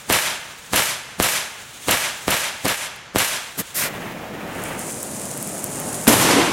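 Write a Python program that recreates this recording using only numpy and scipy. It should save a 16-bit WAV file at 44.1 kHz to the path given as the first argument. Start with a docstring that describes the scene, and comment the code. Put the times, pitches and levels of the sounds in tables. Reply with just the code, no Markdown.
"""A firecracker on a forest dirt track, some metres from the microphone, in a faint wash of air noise.
Its smoulder, shaped noise, swells toward six cracks and lies almost silent before a seventh; each crack
is a swept shock front with nearly the same echo. Stray pops join in, and sparkles spurt before the last.
Two flares darken as they gush; a steady flame roars, hisses and spits as a fountain of sparkles grows.
A blast ends it: one more shock front, a scattered roll and bass returned by the hillsides."""
import sys
import numpy as np
from scipy import signal
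from scipy.fft import rfft, irfft
from scipy.io import wavfile
from scipy.ndimage import uniform_filter1d

SR = 44100
rng = np.random.default_rng(int(sys.argv[2]) if len(sys.argv) > 2 else 0)


def to_wav(s):
    """Save 16-bit WAV."""
    ch = np.atleast_2d(s).T  # columns
    pcm = np.round(np.clip(ch, -1, 1) * 32767)  # PCM
    wavfile.write(sys.argv[1], SR, pcm.astype(np.int16))


N = 287532
T = np.arange(N) / SR
ECHO_T = T[:SR]  # one second
SHORT_T = T[:SR // 16]  # 1/16 s, for brief transients
FLAME_ON_S, FLAME_OFF_S, BLAST_S = 3.8, 6.1, 6.077
BLOW_OUT_S = 0.055  # decay time of burning once a burst blows it out


def undb(db):
    """Level and amplitude: 20 dB is a factor of ten."""
    return 10 ** (np.asarray(db) / 20)


def by_pitch(points, hz):
    """Spectral envelope: gain interpolated in decibels over log frequency."""
    table_hz, db = np.transpose(points)
    return undb(np.interp(np.log(hz + 1), np.log(table_hz), db))


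def by_time(s, db):
    """Temporal envelope: gain interpolated in decibels over time."""
    return undb(np.interp(T, s, db))


# Stereo spread of diffuse sound: (frequency [Hz], side minus mid [dB], before the width setting)
WIDTH = [(60, -32), (200, -17), (600, -17), (2000, -22.5), (4000, -32), (6500, -11), (9000, -15.5),
         (13000, -41)]


def noise(points, size=N, grain_db=0, width_db=-15):
    """Filtered noise in mid and side, rms 1; grain makes it a crowd of uneven clicks."""
    hz = np.fft.rfftfreq(size, 1 / SR)
    grain = undb(grain_db * rng.standard_normal(size))
    mid, side = rfft(rng.standard_normal((2, size)) * grain)
    side = side * by_pitch(WIDTH, hz) * undb(width_db)
    left_right = np.array([mid + side, mid - side])
    y = irfft(left_right * by_pitch(points, hz), size)
    return y / y.std()


def shelves(x, bass_db, treble_db, bass_hz=600, treble_hz=5500):
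    """Shelving filter: gain that tends to one value in the bass and another in the treble."""
    hz = np.fft.rfftfreq(x.shape[-1], 1 / SR)
    bass = bass_db / (1 + (hz / bass_hz) ** 3)
    treble = treble_db * (1 - 1 / (1 + (hz / treble_hz) ** 3))
    return irfft(rfft(x) * undb(bass + treble), x.shape[-1])


def waver(rate, depth_db):
    """Random amplitude modulation: a gain gliding between `rate` random levels a second."""
    k = int(SR / rate)
    steps = np.repeat(rng.standard_normal(N // k + 1), k)
    return undb(depth_db * uniform_filter1d(steps, k)[:N])


def arch(s, length_s, steepness):
    """Half-sine envelope raised to a power: it swells from nothing and sinks back."""
    progress = np.clip((T - s) / length_s, 0, 1)
    return np.maximum(np.sin(np.pi * progress), 0) ** steepness


RELIGHT_S = 0.2


def burn(start_s, end_s, fade_s):
    """Combustion envelope: a linear rise as it catches, a hold, then exponential decay."""
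    caught = np.clip((T - start_s) / RELIGHT_S, 0, 1)
    return caught * np.exp(-np.maximum(T - end_s, 0) / fade_s)


def add(out, s, x):
    """Superposition: mix a sound in at a given time."""
    i = max(int(s * SR), 0)
    n = min(x.shape[-1], N - i)
    out[:, i:i + n] += x[..., :n]


def swing(hz, decay_s, db):
    """Damped oscillation: a sudden pressure step that rings away exponentially."""
    return undb(db) * np.cos(2 * np.pi * hz * SHORT_T) * np.exp(-SHORT_T / decay_s)


# Background air noise: (frequency [Hz], relative spectral level [dB])
AIR_COLOUR = [(18, -39), (30, -9), (134, -0.5), (242, -8), (746, -7), (1590, -5), (1800, -5.5),
              (2400, -7.5), (4000, -13.5), (5200, -15.5), (7200, -17), (9500, -45)]


def forest_air():
    """Broadband background: faint, slowly modulated noise."""
    return noise(AIR_COLOUR, width_db=-17) * undb(-43) * waver(4.03, 0.33)


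# Smouldering powder: (frequency [Hz], relative spectral level [dB])
SMOKE_COLOUR = [(1500, -6), (3500, 1.5), (5000, -6.5), (6700, 0.5), (9500, -2.5), (12000, -9), (16000, -10)]


def smoulder(swell_s=0.09, last_db=-43, last_fade_s=0.25):
    """Combustion noise: each crack blows it out; it relights and swells before all but the last crack."""
    level = 0
    lit_s = -RELIGHT_S  # already alight at the start
    for s, *_, db, swell_db in CRACKS:
        # it grows as the fire nears the charge; before the last crack it stays almost silent
        nearness = np.exp(np.minimum(T - s, 0) / swell_s)
        level = level + burn(lit_s, s, BLOW_OUT_S) * undb(db + swell_db * nearness)
        lit_s = s
    # after the last crack it burns on until the flame takes over
    level = level + burn(lit_s, FLAME_ON_S, last_fade_s) * undb(last_db)
    return level * noise(SMOKE_COLOUR, grain_db=-2.0) * waver(60, 1.9)


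# Snap of the shock front: (frequency [Hz], decay [s], level [dB])
SNAP = (3000, 0.000093, 4)


def shock():
    """Shock wave: the front snaps and the thump behind it glides down into the bass."""
    start_hz, end_hz, glide_s = 560, 99, 0.0019
    fall_s, ring_s = 0.0006, 0.022
    hz = end_hz + (start_hz - end_hz) * np.exp(-SHORT_T / glide_s)
    thump = np.cos(2 * np.pi * np.cumsum(hz) / SR)
    thump = thump * np.exp(-SHORT_T / ring_s) / (1 + SHORT_T / fall_s)
    # the pushed-out air sinks back in one slow, deep swing
    sink_back = swing(60, 0.0045, -22.5)
    return thump + sink_back - swing(*SNAP)


def scatter(patches, law, colour, grain_db, far_s=0.24):
    """Diffuse reflection: each patch returns a cloud of echoes around its delay; far ones have less bass."""
    out = 0
    rise_share, bass_db, bass_slope_db = law
    for delay, decay, db, treble_db in patches:
        lag = ECHO_T - delay
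        cloud = np.exp(np.minimum(lag / rise_share, -lag) / decay)
        echoes = noise(colour, size=SR, grain_db=grain_db, width_db=-0.5)
        doublings = np.log2(delay / .05)
        out = out + undb(db) * cloud * shelves(echoes, bass_db + bass_slope_db * doublings, treble_db)
    # air absorption: long paths lose the highest treble
    far = np.minimum(ECHO_T / far_s, 1)
    return (1 - far) * out + far * shelves(out, 0, -24, treble_hz=12100)


# Cracks of the firecracker, with the smoulder leading to each: (time [s], shock [dB], echo [dB],
# echo treble [dB], late echo [dB], flash [dB], smoulder before it [dB], swell of that smoulder [dB])
CRACKS = [(0.1005, 0.5, 4, -2.5, -1, -13.5, -45, 3), (0.7348, -2, 3, -0.5, -2, -15.5, -46, 7),
          (1.2004, 3.5, -1, 0, 2.5, -19, -58, 8), (1.8849, -2.5, 4.5, -3, -3, -16, -45.5, 15.5),
          (2.2810, 1, 0.5, -3, 0.5, -19.5, -42, 5), (2.6560, -4.5, 1, -4.5, -3.5, -14.5, -54.5, 21),
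          (3.1596, 3.5, -0.5, -0.5, 1, -21, -68, 0)]
# Single hard reflectors, ruts and trunks: (delay [s], level [dB], centre [Hz], decay [s])
TRUNKS = [(.0083, -12.5, 596, 0.0017), (.0360, -6.5, 2780, 0.00071), (0.063, -10, 1500, 0.00032),
          (0.0883, -10, 2200, 0.00053), (.0905, -19, 7500, .0002), (0.1443, -23, 3050, 0.00015)]
# Scattering ground, grass, bushes and trees: (delay [s], decay [s], level [dB], treble [dB])
FOREST = [(.007, 0.028, -21.5, 0), (.026, 0.009, -20, 13), (.044, 0.021, -16, 2.5),
          (.061, 0.019, -17.5, 1.5), (.088, 0.036, -23, 8), (.125, .075, -26.5, 8.5),
          (.165, 0.095, -23.5, 6), (.29, 0.17, -38, -1)]
# Scattering law: (swell time as a share of the decay [-], bass at 50 ms delay [dB],
# bass change per doubling of the delay [dB])
FOREST_ECHO = (.38, 1.16, -3.5)
# Forest echo: (frequency [Hz], relative spectral level [dB])
ECHO_COLOUR = [(35, -50), (60, -16), (222, -10.5), (363, -13), (607, -6), (785, -8), (903, -4), (991, -8),
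               (1510, -5.5), (1660, -3), (1860, -6), (2900, -6.5), (4750, -13.5), (11800, -13),
               (16000, -28.5)]


def forest_echo():
    """Diffuse reflection from the forest: one random draw of its scattered echo."""
    return scatter(FOREST, FOREST_ECHO, ECHO_COLOUR, grain_db=3)


def cracks(own_db=-5, flash_build_s=0.0063):
    """Impulse response: a flash builds, a shock front bursts, and the forest answers much alike each time."""
    forest = forest_echo()
    trunks = np.zeros_like(forest)
    for delay, db, hz, decay in TRUNKS:
        add(trunks, delay, swing(hz, decay, db))
    out = np.zeros((2, N))
    flash_colour = [(40, -18), (150, -1), (500, -16.5), (1200, -17.5), (3000, -25.5), (9000, -19.5), (16000, -31)]
    late = np.minimum(ECHO_T / 0.098, 1)
    for s, shock_db, echo_db, treble_db, late_db, flash_db, _, _ in CRACKS:
        flash = noise(flash_colour, size=len(SHORT_T)) * np.exp(-SHORT_T[::-1] / flash_build_s)
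        add(out, s - SHORT_T[-1], undb(flash_db) * flash)
        add(out, s, undb(shock_db) * shock())
        # no two bursts radiate quite alike, so a part of the echo is new
        echo = forest + undb(own_db) * forest_echo()
        echo = echo / np.hypot(1, undb(own_db))
        # moving air makes the long paths swell and fade
        echo = echo * waver(22.2, 0.99)[:SR] ** late
        add(out, s, undb(echo_db + late * late_db) * shelves(echo + trunks, 0, treble_db))
    return out


# Stray pops: (time [s], level before the treble is softened [dB])
POPS = [(0.7358, -15.5), (2.6482, -13), (2.652, -10), (2.666, -10.5), (3.149, -12), (3.578, -18.5)]


def pops(pop_hz=290, pop_decay_s=0.0014, soft_db=-18):
    """Damped oscillation: stray lumps of powder go off with a soft thump."""
    out = np.zeros((2, N))
    for s, db in POPS:
        add(out, s, swing(pop_hz, pop_decay_s, db))
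    return shelves(out, 0, soft_db, treble_hz=2000)


# Sparkling fountain: (time [s], relative level [dB])
FOUNTAIN = [(4.1, -63), (4.36, -67), (4.648, -37), (4.768, -40.5), (4.794, -29), (4.832, -32),
            (6.05, -30.5)]
# Hiss of sparkles and sparks: (frequency [Hz], relative spectral level [dB])
HISS_COLOUR = [(1500, -23), (4400, -13.5), (5500, -10.5), (6700, -3), (9000, -1), (10200, -3),
               (11500, -12.5), (14000, -12), (16000, -29)]


def sizzle(ticks_per_s=140, tick_db=10, fountain_gain_db=-2, spit_db=-13, spit_s=0.0026):
    """Random impulse train: sparkles hiss, tick and spit in one spurt, then a fountain until the blast."""
    kicks = (rng.random(N) < ticks_per_s / SR) * rng.standard_normal(N)
    ticks = undb(tick_db) * signal.fftconvolve(kicks, swing(8800, .00008, 0))[:N]
    # each tick makes the hiss jump and sink back
    jumps = signal.fftconvolve(kicks ** 2, np.exp(-ECHO_T / spit_s))[:N]
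    spitting = 1 + undb(spit_db) * jumps
    fountain = by_time(*np.transpose(FOUNTAIN)) * undb(fountain_gain_db)
    fountain = fountain * burn(FLAME_ON_S, BLAST_S, BLOW_OUT_S)
    spurt = undb(-34.5) * arch(2.755, 0.13, 0.57)
    sparkles = noise(HISS_COLOUR, grain_db=5.5) * spitting + ticks
    return sparkles * waver(30, 1.) * (fountain + spurt)


# The loudest sparks: (time [s], relative level [dB])
SPARKS = [(2.962, -22), (4.6387, -9), (4.7934, -9), (4.911, -13), (5.030, -6), (5.3769, -9), (5.427, -4),
          (5.475, -8), (5.6423, 0), (5.8003, -5), (6.0413, -10)]


def sparks(pop_gain_db=2.5, fizz_db=-17, thin_db=-18):
    """Small-source radiation: bigger sparks pop and fizz, too small to radiate much below the treble."""
    out = np.zeros((2, N))
    for s, db in SPARKS:
        add(out, s, swing(10270, .00007, db + pop_gain_db))
        fizz = noise(HISS_COLOUR, size=1024) * np.exp(-T[:1024] / 0.002)
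        add(out, s, undb(db + fizz_db) * fizz)
    return shelves(out, thin_db, 0, bass_hz=4500)


# Flares of gas: (start [s], length [s], steepness of the swell as an exponent [-],
# level [dB], bass [dB], treble [dB])
FLARES = [(3.566, 0.067, 2.3, -28.5, 7, 14.5), (3.743, 0.15, 0.57, -24, -8, 10.5)]
# Gushing gas: (frequency [Hz], relative spectral level [dB])
FLARE_COLOUR = [(47, -65.5), (80, -33), (102, 1.5), (203, 4.5), (451, -2), (601, 4), (702, -4.5),
                (1860, -1), (3470, -7), (13700, -6.5), (16000, -18)]


def flares(body_db=5.5, darken_db=-19):
    """Time-varying spectrum: as a short gush of gas spends itself its treble fades and its body grows."""
    out = np.zeros((2, N))
    for s, length_s, steepness, db, bass_db, treble_db in FLARES:
        bright = shelves(noise(FLARE_COLOUR, size=SR, grain_db=1.5), bass_db, treble_db)
        dull = undb(body_db) * shelves(bright, 0, darken_db)
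        spent = np.minimum(ECHO_T / length_s, 1)
        gush = (1 - spent) * bright + spent * dull
        add(out, s, undb(db) * arch(0, length_s, steepness)[:SR] * gush)
    return out


# The steady flame: (time [s], relative roar level [dB], relative gas jet level [dB])
FLAME = [(3.9, -36, -35.5), (4.32, -35, -42.5), (4.71, -32.5, -35.5), (4.98, -35, -49.5),
         (5.74, -33.5, -48), (5.77, -31.5, -41.5), (6.05, -32, -44)]
# Low roar: (frequency [Hz], relative spectral level [dB])
ROAR_COLOUR = [(25, -36), (60, -16), (110, -4.5), (200, 1), (380, -4.5), (600, -3.5), (1000, -11.5),
               (2000, -26.5), (5000, -41)]
# Gas jet: (frequency [Hz], relative spectral level [dB])
JET_COLOUR = [(500, -2.5), (1200, -1.5), (1900, -1.5), (3000, -7.5), (4500, -20), (8000, -20.5),
              (16000, -20.5)]


def flame(roar_gain_db=1, jet_gain_db=3.5):
    """Combustion and jet noise: a fluttering low roar with the rush of the gas above it."""
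    s, roar_db, jet_db = np.transpose(FLAME)
    alight = (1 + np.tanh((T - FLAME_ON_S) / 0.057)) * (T < FLAME_OFF_S) / 2
    roar = noise(ROAR_COLOUR) * by_time(s, roar_db + roar_gain_db) * waver(30, 0.46)
    jet = noise(JET_COLOUR) * by_time(s, jet_db + jet_gain_db) * waver(60, 1.5)
    return alight * (roar + jet)


# Ground and hillsides that throw back the blast: (delay [s], decay [s], level [dB], treble [dB])
HILLS = [(.003, 0.009, -10, 9.5), (.016, .04, -13, 4), (.055, 0.032, -12, 2), (.150, .15, -14.5, 7),
         (.235, .06, -13, 5.5), (.322, 0.16, -14, -1)]
# Scattering law: (swell time as a share of the decay [-], bass at 50 ms delay [dB],
# bass change per doubling of the delay [dB])
HILL_ECHO = (0.67, 0.8, -1.83)
# Blast and its roll: (frequency [Hz], relative spectral level [dB])
BLAST_COLOUR = [(24, -53), (40, -20), (151, -8), (194, -3), (269, -2), (556, -9), (852, -8), (1120, -10.5),
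                (2570, -14.5), (2770, -14.5), (4680, -20.5), (11000, -20.5), (14100, -27.5), (16000, -40)]


def blast(shock_db=-3.5, top_db=5):
    """Shock wave and diffuse reflection: the main charge, then a roll from ground and hillsides."""
    out = np.zeros((2, N))
    add(out, BLAST_S, undb(shock_db) * shock())
    roll = scatter(HILLS, HILL_ECHO, BLAST_COLOUR, grain_db=2.5, far_s=0.23)
    add(out, BLAST_S, shelves(roll, 0, top_db, treble_hz=11900))
    # the case tears open just ahead of the full burst
    tear = noise(BLAST_COLOUR, size=1024) * np.exp(-T[:1024] / .008)
    add(out, BLAST_S - .007, undb(-14.5) * tear)
    return out


# Deep boom returned by the hillsides: (delay [s], rise [s], decay [s], level [dB], centre [Hz])
BOOMS = [(.085, 0.015, 0.078, -20.5, 131), (.31, 0.053, 0.061, -15.5, 307)]


def boom():
    """Delayed reflection: bass from the blast rolls back in separate swells of band-limited noise."""
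    out = np.zeros((2, N))
    for delay, rise, decay, db, hz in BOOMS:
        lag = ECHO_T - delay
        band = noise([(hz / 3, -35), (hz, 0), (hz * 4, -35), (hz * 20, -70)], size=SR, width_db=-1)
        swell = np.exp(np.minimum(lag / rise, -lag / decay))
        add(out, BLAST_S, undb(db) * band * swell)
    return out


def scene():
    """Superposition of the firecracker's sounds and the forest air."""
    before_flame = forest_air() + smoulder() + cracks() + pops()
    fire = sizzle() + sparks() + flares() + flame()
    return before_flame + fire + blast() + boom()


# Balance of the two microphone ports: (frequency [Hz], left minus right [dB])
PORT_BALANCE = [(60, 1), (110, 1.5), (200, 1), (380, 0), (700, -0.5), (1290, -0.5), (2380, 0), (4400, -0.5),
                (8120, 0.5), (15000, 0.0)]


def ports(x):
    """Interchannel level difference: the balance of the two ports depends on frequency."""
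    half = np.sqrt(by_pitch(PORT_BALANCE, np.fft.rfftfreq(N, 1 / SR)))
    return irfft(rfft(x) * np.array([half, 1 / half]), N)


def record(dry, low_cut_hz=36, top_hz=16150):
    """Band limiting and saturation: the recorder cuts deep bass, rounds peaks and cuts the top."""
    low_cut = signal.butter(2, low_cut_hz, "high", fs=SR, output="sos")
    x = signal.sosfilt(low_cut, ports(dry))
    rounded = x / (1 + (x / .92) ** 4) ** (1 / 4)
    top_cut = signal.ellip(10, .2, 70, top_hz, fs=SR, output="sos")
    return signal.sosfilt(top_cut, rounded)


dry = scene()
out = record(dry)
to_wav(out)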